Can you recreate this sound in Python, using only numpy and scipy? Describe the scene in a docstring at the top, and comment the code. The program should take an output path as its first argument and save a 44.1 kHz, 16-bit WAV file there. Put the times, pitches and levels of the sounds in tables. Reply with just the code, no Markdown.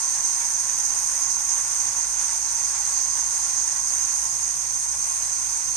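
"""In a concrete pump room, one electric water pump runs steadily while a second slowly spins up.
The drive's random switching forces the motor frame into resonance: a high, hissing whine. Under it are
the turbulent rush of the cooling fan, faint impeller tones, mains hum, rumbling pipes and a few dull
knocks. The hand-held stereo microphone sways a little and turns away at the end."""
import sys
import numpy as np
from scipy import signal
from scipy.fft import rfft, irfft
from scipy.io import wavfile
from scipy.ndimage import map_coordinates

SR = 44100
rng = np.random.default_rng(int(sys.argv[2]) if len(sys.argv) > 2 else 0)


def wrap_up_sound(samples):
    """Save the sound to the file named by the first command line argument, as 16-bit audio."""
    columns = np.atleast_2d(samples).T
    # keep every value between -1 and 1, then stretch to whole-number steps
    tamed = np.clip(columns, -1, 1)
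    steps = np.round(tamed * 32767).astype(np.int16)
    wavfile.write(sys.argv[1], SR, steps)


N = 254060
TIME, FREQ = np.arange(N) / SR, np.maximum(np.arange(N // 2 + 1) * SR / N, 1)


def undb(db):
    """Amplitude ratio of a level in decibels."""
    return 10 ** (np.asarray(db) / 20)


def swing(db):
    """Amplitude modulation by a level curve taken about its mean."""
    return undb(db - db.mean())


def pan(db):
    """Port gains for a level difference, left minus right."""
    return undb(np.array([[.5], [-.5]]) * db)


def envelope(table):
    """Spectral envelope: a gain curve for each level column, with a steep roll-off past both ends."""
    hz, *columns = np.transpose(table)
    roll_off = np.minimum(1, np.minimum(FREQ / hz[0], hz[-1] / FREQ)) ** 12
    return roll_off * np.array([undb(np.interp(np.log(FREQ), np.log(hz), db)) for db in columns])


def noise(channels=1):
    """White noise of unit power per Hz."""
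    return rng.standard_normal((channels, N)) * np.sqrt(SR / 2)


def walk(rate, size=8192):
    """Low-pass Gaussian fluctuation of unit variance, with a bandwidth of about rate Hz."""
    hz = np.arange(size // 2 + 1) * SR / N
    drift = irfft(rfft(rng.standard_normal(size)) * np.exp(-(hz / rate) ** 2))
    return np.interp(np.arange(N) * size / N, np.arange(size), drift / drift.std())


def tones(hz, orders, waver_db, waver_rate):
    """Harmonic series on a fundamental, each partial wavering in level independently."""
    phase = 2 * np.pi * np.cumsum(hz) / SR
    return sum(np.sqrt(2) * undb(db + waver_db * walk(waver_rate))
               * np.sin(k * phase + 2 * np.pi * rng.random()) for k, db in orders)


def resonances(peaks, force, swell_db, swell_rate, lags_ms):
    """Superposition: the stereo spectrum of narrow ringing peaks, each driven by its own noise."""
    spectrum = 0
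    for hz, width, left_db, right_db in peaks:
        response = 1 / (1 + 2j * (FREQ - hz) / width) ** 2
        lag_s = rng.uniform(*lags_ms) / 1000  # each peak arrives from its own direction
        ports = undb([[left_db], [right_db]]) * np.exp(-2j * np.pi * hz * np.array([[0], [lag_s]]))
        excitation = noise() * force * swing(swell_db * walk(swell_rate))
        spectrum = spectrum + ports * response * rfft(excitation)
    return spectrum


def room(spectrum, wet=0.58, t60=0.35, lag_ms=0.028, drift_rate=0.5):
    """Direct sound plus a diffuse field, whose interference pattern shifts as the hand moves."""
    echoes = rng.standard_normal((2, 2, N)) * np.exp(-np.log(1000) * TIME / t60)
    echoes /= np.sqrt(np.sum(echoes ** 2, axis=-1, keepdims=True))
    here, there = irfft(spectrum * rfft(echoes), N)
    place = walk(drift_rate)
    diffuse = rfft(np.cos(place) * here + np.sin(place) * there)
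    direct = spectrum * np.exp(-2j * np.pi * FREQ * np.array([[0], [lag_ms / 1000]]))
    return np.sqrt(1 - wet) * direct + np.sqrt(wet) * diffuse


def turned(start_s, length_s):
    """Raised-cosine progress of the microphone's turn: 0 facing the pump, 1 facing away."""
    progress = np.clip((TIME - start_s) / length_s, 0, 1)
    return .5 - .5 * np.cos(np.pi * progress)


def pickup(away_db, sway_db, sway_rate=8.3):
    """Directivity: a source's gain sways at random and falls as the microphone turns away."""
    return swing(away_db * turned(start_s=3.3, length_s=1.8) + sway_db * walk(sway_rate))


def shifted(ports, lag_ms, pan_db=0):
    """Path difference and shadowing: in mid-turn the left port lags and the balance moves by pan_db."""
    shift = turned(start_s=3.5, length_s=1.3)
    left = map_coordinates(ports[0], [(TIME - shift * lag_ms / 1000) * SR], mode="mirror")
    return np.array([left, ports[1]]) * pan(pan_db * (shift - shift.mean()))


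# Broad response of the motor frame: f/Hz, left spectrum level/dB, right spectrum level/dB
FRAME_SPECTRUM = [(3300, -100, -100), (3840, -89, -80.5), (4330, -78.5, -74.5), (4620, -90, -74.5),
                  (5000, -79, -64), (5350, -78.5, -69.5), (5700, -77, -69), (6020, -75, -66),
                  (6240, -66, -60.0), (6730, -70, -64), (7200, -73, -68), (7560, -70.5, -71.5),
                  (8200, -66, -77), (8500, -61.5, -75), (8900, -76, -71.5), (9370, -70, -75),
                  (10200, -74.5, -86.5), (11340, -79, -79), (12270, -86, -81), (12700, -94, -96),
                  (13900, -101, -100), (15400, -100, -90.5)]
# Narrow ringing peaks in the high whine: f/Hz, bandwidth/Hz, left level/dB, right level/dB
WHINE_PEAKS = [(4983, 8, -90.0, -63.5), (5133, 8, -82.0, -62.0), (5278, 22, -77.5, -62.5),
               (5528, 25, -81.5, -63.0), (5683, 70, -81.5, -60.5), (5765, 44, -79.5, -59.0),
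               (5839, 70, -72.5, -54.5), (5925, 51, -84.0, -55.0), (6008, 46, -72.5, -49.0),
               (6044, 29, -64.5, -62.0), (6099, 18, -74.0, -52.5), (6136, 70, -82.0, -54.5),
               (6173, 22, -63.5, -48.5), (6244, 33, -70.0, -48.0), (6272, 33, -67.0, -48.5),
               (6336, 65, -63.0, -45.5), (6401, 16, -66.5, -50.5), (6431, 29, -61.5, -48.0),
               (6461, 15, -65.5, -47.0), (6503, 31, -74.0, -45.0), (6536, 27, -58.0, -51.5),
               (6578, 35, -68.5, -49.0), (6644, 21, -71.0, -49.5), (6723, 12, -71.5, -48.5),
               (6757, 60, -68.0, -56.0), (6818, 26, -77.0, -55.0), (6875, 15, -73.5, -55.0),
               (6935, 61, -65.0, -60.0), (7020, 23, -75.5, -56.0), (7159, 70, -72.0, -63.5),
               (7238, 38, -69.0, -65.5), (7353, 22, -68.0, -67.5), (7884, 22, -59.5, -71.5),
               (8019, 23, -60.5, -84.0), (8101, 70, -61.5, -79.0), (8209, 40, -63.5, -72.5),
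               (8283, 46, -58.5, -69.0), (8349, 70, -59.0, -69.5), (8421, 42, -57.0, -67.0),
               (8455, 25, -61.0, -70.5), (8511, 62, -55.5, -68.0), (8563, 30, -59.0, -66.0),
               (8636, 48, -54.0, -68.5), (8717, 26, -53.5, -72.0), (8767, 35, -54.5, -70.5),
               (8861, 64, -59.5, -72.5), (8929, 70, -64.0, -74.5), (9003, 70, -63.5, -75.5),
               (9109, 35, -62.0, -86.0), (9186, 23, -61.5, -79.0), (9380, 17, -64.5, -73.5)]


def motor_whine(flutter_db=0.56, throb_depth=0.057, throb_hz=75, split_hz=7450):
    """Forced vibration: irregular switching shakes the frame in two broad humps; narrow peaks ring."""
    throb = 1 + throb_depth * np.sin(2 * np.pi * throb_hz * TIME)
    force = undb(flutter_db * walk(51)) * throb
    broad = envelope(FRAME_SPECTRUM) * room(rfft(noise() * force))
    spectrum = broad + resonances(WHINE_PEAKS, force, swell_db=0.5, swell_rate=2.4, lags_ms=(-.05, .15))
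    # the humps radiate in different directions, so each swells on its own as the microphone moves
    low_pass = 1 / (1 + (FREQ / split_hz) ** 30)
    low_hump = irfft(spectrum * low_pass, N) * pickup(away_db=-1.5, sway_db=0.62, sway_rate=30)
    high_hump = irfft(spectrum * (1 - low_pass), N) * pickup(away_db=-0.5, sway_db=0.76)
    return low_hump + high_hump


# Broad airy rush, with a slight dip near 3.2 kHz and a lift near 3.5 kHz:
# f/Hz, left spectrum level/dB, right spectrum level/dB
RUSH_SPECTRUM = [(99, -105, -105), (298, -93, -92), (434, -88.5, -88), (567, -84, -83.5),
                 (708, -80.5, -81.5), (870, -79.5, -72.5), (1090, -73, -75.5), (1200, -88, -77.5),
                 (1480, -82.5, -77.5), (1910, -78, -77.5), (2500, -80.5, -77.5), (2800, -83, -79.5),
                 (3200, -84.5, -83.5), (3550, -80.5, -80), (3950, -95, -89.5), (5150, -105, -105)]
# Modes of the fan cowl: f/Hz, bandwidth/Hz, left relative level/dB, right relative level/dB
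COWL_MODES = [(535, 36, -84.0, -82.5), (670, 29, -81.5, -80.0), (792, 17, -76.5, -78.0),
              (831, 37, -73.0, -74.5), (858, 19, -72.0, -73.0), (886, 9, -73.5, -70.5),
              (913, 33, -70.0, -69.0), (937, 16, -71.5, -73.0), (1072, 58, -73.0, -68.5),
              (1104, 23, -75.0, -69.5), (1119, 15, -69.0, -68.0), (1171, 8, -77.0, -70.5),
              (1365, 13, -76.0, -70.5), (1394, 40, -85.0, -72.0), (1446, 61, -77.0, -73.5),
              (1559, 31, -75.5, -75.0), (1645, 14, -74.0, -68.5), (1684, 39, -78.5, -78.0),
              (1772, 42, -76.5, -75.0), (1912, 39, -81.5, -73.0), (1999, 52, -78.0, -74.5),
              (2269, 32, -84.0, -74.0), (2421, 24, -88.0, -74.0), (2538, 43, -79.5, -81.0)]


def cooling_fan(coherent_below_hz=1100, flutter_db=1.0, cowl_db=0.7):
    """Turbulence radiates broadband noise, coherent between the ports in the bass, and rings the cowl."""
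    force = undb(flutter_db * walk(24))
    coherence = 1 / (1 + (FREQ / coherent_below_hz) ** 4)
    air = np.sqrt(coherence) * rfft(noise()) + np.sqrt(1 - coherence) * rfft(noise(channels=2))
    rush = irfft(air * envelope(RUSH_SPECTRUM), N) * force
    modes = resonances(COWL_MODES, force, swell_db=0.8, swell_rate=0.73, lags_ms=(-.08, .02))
    cowl = undb(cowl_db) * irfft(modes, N)
    return (shifted(rush, lag_ms=0.13) * pickup(away_db=-1.5, sway_db=0.8)
            + shifted(cowl, lag_ms=0.27, pan_db=-9) * pickup(away_db=-1.8, sway_db=-0.15))


# Tones of the running pump, whose six vanes give the multiples of 6: shaft order, level/dB
IMPELLER_ORDERS = [(3, -78), (18, -60), (36, -68)]
# Tone at twice the vane-passing rate: shaft order, level/dB before it swells
SWELLING_ORDERS = [(12, -70)]


def impeller(shaft_hz=59.45, swell_s=4.35, swell_width_s=0.25, swell_db=8):
    """Periodic forcing gives harmonics of the shaft rate; one swells briefly during the turn."""
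    hz = shaft_hz * (1 + 0.00048 * walk(5.4))
    swell = undb(swell_db * np.exp(-((TIME - swell_s) / swell_width_s) ** 2))
    steady = tones(hz, IMPELLER_ORDERS, waver_db=2.0, waver_rate=4.6)
    swelling = swell * tones(hz, SWELLING_ORDERS, waver_db=2.0, waver_rate=4.6)
    return (steady + swelling) * pickup(away_db=-2.5, sway_db=1.5) * pan(1)


def hum(mains_hz=60, magnetic_db=-64, deep_hz=57.9, deep_db=-64.5):
    """Magnetic force pulses at twice the mains frequency; a steady deep tone lies below it."""
    magnetic = tones(np.full(N, mains_hz), [(2, magnetic_db)], waver_db=1.0, waver_rate=12)
    deep = tones(np.full(N, deep_hz), [(1, deep_db)], waver_db=0.5, waver_rate=2)
    return (magnetic + deep) * pan(-3)


# Tones of the second pump's shaft: shaft order, level/dB at full speed
UNBALANCE_ORDERS = [(1, -54.5), (2, -63)]


def second_pump(start_hz=27.6, full_hz=55, time_constant_s=1.5, growth=0.82):
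    """Rotating unbalance hums higher and louder with speed, beating ever slower against the deep hum."""
    hz = full_hz - (full_hz - start_hz) * np.exp(-TIME / time_constant_s)
    speed = hz / full_hz
    partials = (tones(hz, [(k, db)], waver_db=0.7, waver_rate=4.4) * speed ** (growth * k ** 2)
                for k, db in UNBALANCE_ORDERS)
    return sum(partials) * pan(-4)


# Rumble of the pipework and base: f/Hz, spectrum level/dB
PIPE_SPECTRUM = [(8, -90), (18, -85), (40, -84.5), (70, -85.5), (90, -85), (115, -77.5), (150, -83.5),
                 (210, -88), (400, -95), (900, -115)]


def pipework(incoherent_db=-10, surge_db=1.2):
    """Flow noise: water in the pipes makes a low, uneven rumble, nearly the same at both ports."""
    flow = noise() + undb(incoherent_db) * noise(channels=2)
    rumble = irfft(rfft(flow) * envelope(PIPE_SPECTRUM), N)
    return rumble * undb(surge_db * walk(7.0)) * pan(-1)


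# Soft, dull knocks: t/s, peak level/dB
KNOCK_EVENTS = [(0.94, -49), (1.85, -43), (1.89, -50), (3.34, -50), (3.585, -50), (4.985, -50)]


def knock(start_s, peak_db, hz=300, width_hz=520, t60=0.13):
    """Transient response: a decaying noise burst through a heavily damped resonance gives a thud."""
    age = np.maximum(TIME - start_s, 0)
    burst = noise() * (age > 0) * np.exp(-np.log(1000) * age / t60)
    response = 1 / (1 + 1j * (FREQ ** 2 - hz ** 2) / (FREQ * width_hz)) ** 2
    thud = irfft(rfft(burst) * response, N)
    return undb(peak_db) * thud / np.abs(thud).max()


def scene():
    """Linear superposition of both pumps, their pipework and the knocks."""
    knocks = sum(knock(start_s, peak_db) for start_s, peak_db in KNOCK_EVENTS)
    return motor_whine() + cooling_fan() + impeller() + hum() + second_pump() + pipework() + knocks


def record(dry, cutoff_hz=15250):
    """Band limiting: a steep elliptic low-pass removes the highest treble."""
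    return signal.sosfilt(signal.ellip(10, .1, 80, cutoff_hz, fs=SR, output="sos"), dry)


dry = scene()
out = record(dry)
wrap_up_sound(out)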